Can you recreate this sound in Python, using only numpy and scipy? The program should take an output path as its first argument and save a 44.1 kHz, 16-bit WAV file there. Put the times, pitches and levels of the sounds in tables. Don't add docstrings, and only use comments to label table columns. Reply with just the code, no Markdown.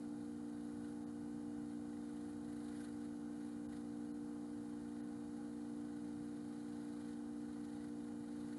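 import sys
import numpy as np
from scipy import signal
from scipy.fft import rfft, irfft, next_fast_len
from scipy.io import wavfile
from scipy.ndimage import uniform_filter1d, map_coordinates

SR = 44100
rng = np.random.default_rng(int(sys.argv[2]) if len(sys.argv) > 2 else 0)


def to_linear_factor(level_db):
    exponent = np.asarray(level_db, float) / 20
    return 10 ** exponent


def inscribe(sig):
    pcm = np.round(np.clip(np.atleast_2d(sig).T, -1, 1) * 32767)
    wavfile.write(sys.argv[1], SR, pcm.astype(np.int16))


N = 378543


def along(points, hz):
    f_hz, value = np.transpose(points)
    return np.interp(np.log(hz + 1), np.log(f_hz + 1), value)


def wobble(rate_hz):
    coarse = np.arange(0, N + 32, 32)
    knots = rng.standard_normal(int(N * rate_hz / SR) + 4)
    return np.interp(np.arange(N), coarse, map_coordinates(knots, [coarse * rate_hz / SR]))


def filtered(x, response):
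    m = next_fast_len(N + 8192)
    spectrum = rfft(x, m) * response(np.fft.rfftfreq(m, 1 / SR))
    return irfft(spectrum, m)[..., :N]


def coloured(x, tilt):
    # (frequency [Hz], level [dB per Hz])
    room_modes = [(25, -111), (40, -101), (53, -99), (63, -90), (95, -84.5), (125, -88), (141, -81.5),
                  (157, -88.5), (193, -87), (235, -83), (252, -87), (292, -82), (330, -92)]
    cabinet_panels = [(330, -91), (434, -96), (499, -91.5), (554, -96.5), (569, -104), (590, -97.5),
                      (794, -96.5), (812, -87), (830, -92.5), (849, -95), (928, -107), (960, -108),
                      (1000, -100)]
    near_surfaces = [(1000, -102), (1038, -99), (1302, -102), (1501, -96.5), (1731, -107), (1840, -103),
                     (1900, -107), (1960, -104), (2280, -114), (2380, -110), (2720, -120), (2910, -111),
                     (3022, -114), (3205, -110)]
    mic_hiss = [(3205, -110), (3384, -118), (3500, -113), (3980, -108), (4097, -111), (4218, -109),
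                (5830, -116), (6548, -112), (8469, -114), (8864, -111), (10683, -110), (11229, -115),
                (11802, -133), (12100, -140)]
    colour = [(3.2, -150)] + room_modes + cabinet_panels[1:] + near_surfaces[1:] + mic_hiss[1:] + [(13000, -170)]
    return filtered(x, lambda hz: to_linear_factor(along(colour, hz) + along(tilt, hz)) * np.sqrt(SR / 2))


def patchy(size, bins, frames, depth_db):
    z = signal.stft(rng.standard_normal(N + size), nperseg=size)[2]
    field = uniform_filter1d(rng.standard_normal(z.shape), bins, 0)
    field = uniform_filter1d(field, frames, 1)
    x = signal.istft(z * to_linear_factor(depth_db * field / field.std()), nperseg=size)[1][:N]
    return x / x.std()


def tone(phase, db, sway_db):
    return np.sqrt(2) * to_linear_factor(db + sway_db * wobble(2.47)) * np.cos(phase)


def buzz():
    # (frequency [Hz], level [dB])
    buzz_tilt = [(3000, -39), (4300, -24.5), (5300, -7), (6500, -13), (7300, -22), (8200, -4), (9300, -17),
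                 (10450, -9), (11600, -24)]
    mains_hz, scatter_s = 60, .0012
    cycle = SR // mains_hz
    spikes = np.zeros(N)
    spikes[::cycle] = np.sqrt(cycle)
    spikes[cycle // 2::cycle] = .3 * np.sqrt(cycle)
    scatter = rng.standard_normal(300) * np.exp(-np.arange(300) / SR / scatter_s)
    scatter = scatter / np.linalg.norm(scatter)
    return coloured(signal.fftconvolve(spikes, scatter)[:N], buzz_tilt)


def air():
    # (frequency [Hz], level [dB])
    steady_tilt = [(100, 0.5), (900, 0.5), (1500, -1), (2000, -4), (4000, -2.5), (6500, -0.5), (10000, -1)]
    return coloured(patchy(size=1024, bins=8, frames=6, depth_db=.8), steady_tilt)


def fridge():
    # (multiple of shaft speed, level [dB rms])
    hum_tones = [(1, -80.5), (2, -74.5), (3, -65.5), (4, -51.5), (5, -49.5), (6, -66), (7, -82), (8, -63.5),
                 (9, -78), (10, -84.5), (11, -80), (12, -77), (13, -74.5), (14, -83.5), (15, -78),
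                 (16, -96), (17, -87.5), (18, -91), (21, -84), (22, -90), (24, -86), (25, -90), (31, -90),
                 (35, -99), (36, -97), (40, -99.5), (41, -95), (49, -99), (54, -96), (62, -102)]
    # (frequency [Hz], level [dB rms])
    fan_whines = [(2900.9, -92), (3052.3, -101), (3664, -95), (4273, -100), (4478.2, -99)]
    shaft_hz, stroke_s, panel_hz = 59.018, .00955, 325
    t = np.arange(N) / SR
    shaft = 2 * np.pi * shaft_hz * (t - stroke_s) + .02 * wobble(1.5)

    def lag(k):
        return 1.2 + np.pi * (k * shaft_hz > panel_hz) + 2 * np.pi * rng.random() * (k > 9)

    hum = sum(tone(k * shaft - lag(k), db, sway_db=0.28 + 0.022 * k) for k, db in hum_tones)
    valve = sum(tone(k * shaft - lag(k), -104 + rng.normal(0, 1.2), sway_db=-0.5) for k in range(42, 47))
    fan = sum(tone(2 * np.pi * hz * t + 1.5 * wobble(1.5), db, sway_db=1.5) for hz, db in fan_whines)
    return hum + valve + fan


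def effort():
    # (let-go time [s], length [s], level against mean treble [dB])
    hand_strokes = [(0.03, .1, -3), (.25, 0.07, -2.5), (.72, 0.39, -4), (.9, 0.19, -2), (1.722, .07, -3),
                    (2.303, 0.5, -0.5), (2.848, 0.44, 5.5), (3.057, .25, 0), (3.5, 0.22, 0),
                    (3.775, 0.14, 2.5), (4.1, .3, -7), (5.0, 1, -5.5), (6.1, 2.1, -4.5), (7.136, 1.25, 1.5),
                    (7.858, .6, 2), (8.08, 0.17, -1.5), (8.58, 0.44, 3)]
    swell_power, release_s, settle_db = 0.51, 0.052, -11
    t = np.arange(0, N + 64, 64) / SR
    power = to_linear_factor(2 * settle_db)
    for let_go_s, length_s, db in hand_strokes:
        rise = np.clip(1 + (t - let_go_s) / length_s, 0, 1) ** swell_power
        fade = np.exp(-np.maximum(t - let_go_s, 0) / release_s)
        power = power + (to_linear_factor(db) * rise * fade) ** 2
    return np.interp(np.arange(N) / SR, t, np.sqrt(power))


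def rustle():
    # (frequency [Hz], level [dB])
    rustle_tilt = [(600, -21), (1100, -7), (1500, -3), (1950, -1), (2700, -2), (4000, 0.5), (6000, -5.5),
                   (10000, -2), (12000, 0), (13000, 10)]
    fan_hz, beat_db = 25, 2.5
    airy_db, dulling_db_per_s = 3, .5
    ring_hz, ring_width_hz, ring_db = 1940, 92, -85
    t, strength = np.arange(N) / SR, effort()

    turn = 2 * np.pi * fan_hz * (t - .01) + .5 * wobble(3)
    beat = np.cos(turn) + .45 * np.cos(2 * turn)
    clumps = to_linear_factor(beat_db * beat + 1.1 * np.tanh(2 * wobble(60)) + 1.5 * np.tanh(wobble(110)))
    crackle = clumps * patchy(size=512, bins=8, frames=3, depth_db=1.5)
    crackle = strength * crackle / crackle.std()
    top = filtered(crackle, lambda hz: np.clip((hz - 6000) / 2500, 0, 1))
    airy = crackle + (to_linear_factor(airy_db - dulling_db_per_s * t) - 1) * top

    flecks = to_linear_factor(7.1 * beat + 4 * wobble(18)) * rng.standard_normal(N)
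    flecks = filtered(flecks, lambda hz: np.exp(-((hz - ring_hz) / ring_width_hz) ** 2))
    ringing = to_linear_factor(ring_db) * strength * flecks / flecks.std()
    return coloured(airy, rustle_tilt) + ringing


def scene():
    return (buzz() + air() + fridge() + rustle())[None]


def top_cut(x):
    return signal.sosfilt(signal.butter(12, 15700, fs=SR, output="sos"), x)


def record(dry):
    # (time [s], low edge [Hz], high edge [Hz], spared band [Hz])
    dropouts = [
        (1.056, 1900, 10200, 3700),
        (3.68, 1800, 10600, 1500),
        (4.13, 2100, 10300, 4200),
        (5.023, 3300, 10200, 4100),
    ]
    # (frequency [Hz], level if flat [dB rms])
    rounding_levels = [(11000, -100), (12000, -96), (12500, -93.5), (14500, -93.5), (15700, -95)]
    half_width_s, depth, spared_half_hz = .018, .85, 250
    t, out = np.arange(N) / SR, dry
    for s, lo_hz, hi_hz, spared_hz in dropouts:
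        hole = depth * np.cos(np.pi / 2 * np.clip((t - s) / half_width_s, -1, 1)) ** 2
        lost = filtered(dry, lambda hz: (hz > lo_hz) & (hz < hi_hz) & (abs(hz - spared_hz) > spared_half_hz))
        out = out - hole * lost
    rounding = filtered(rng.standard_normal(dry.shape), lambda hz: to_linear_factor(along(rounding_levels, hz)))
    return top_cut(out + rounding)


dry = scene()
out = record(dry)
inscribe(out)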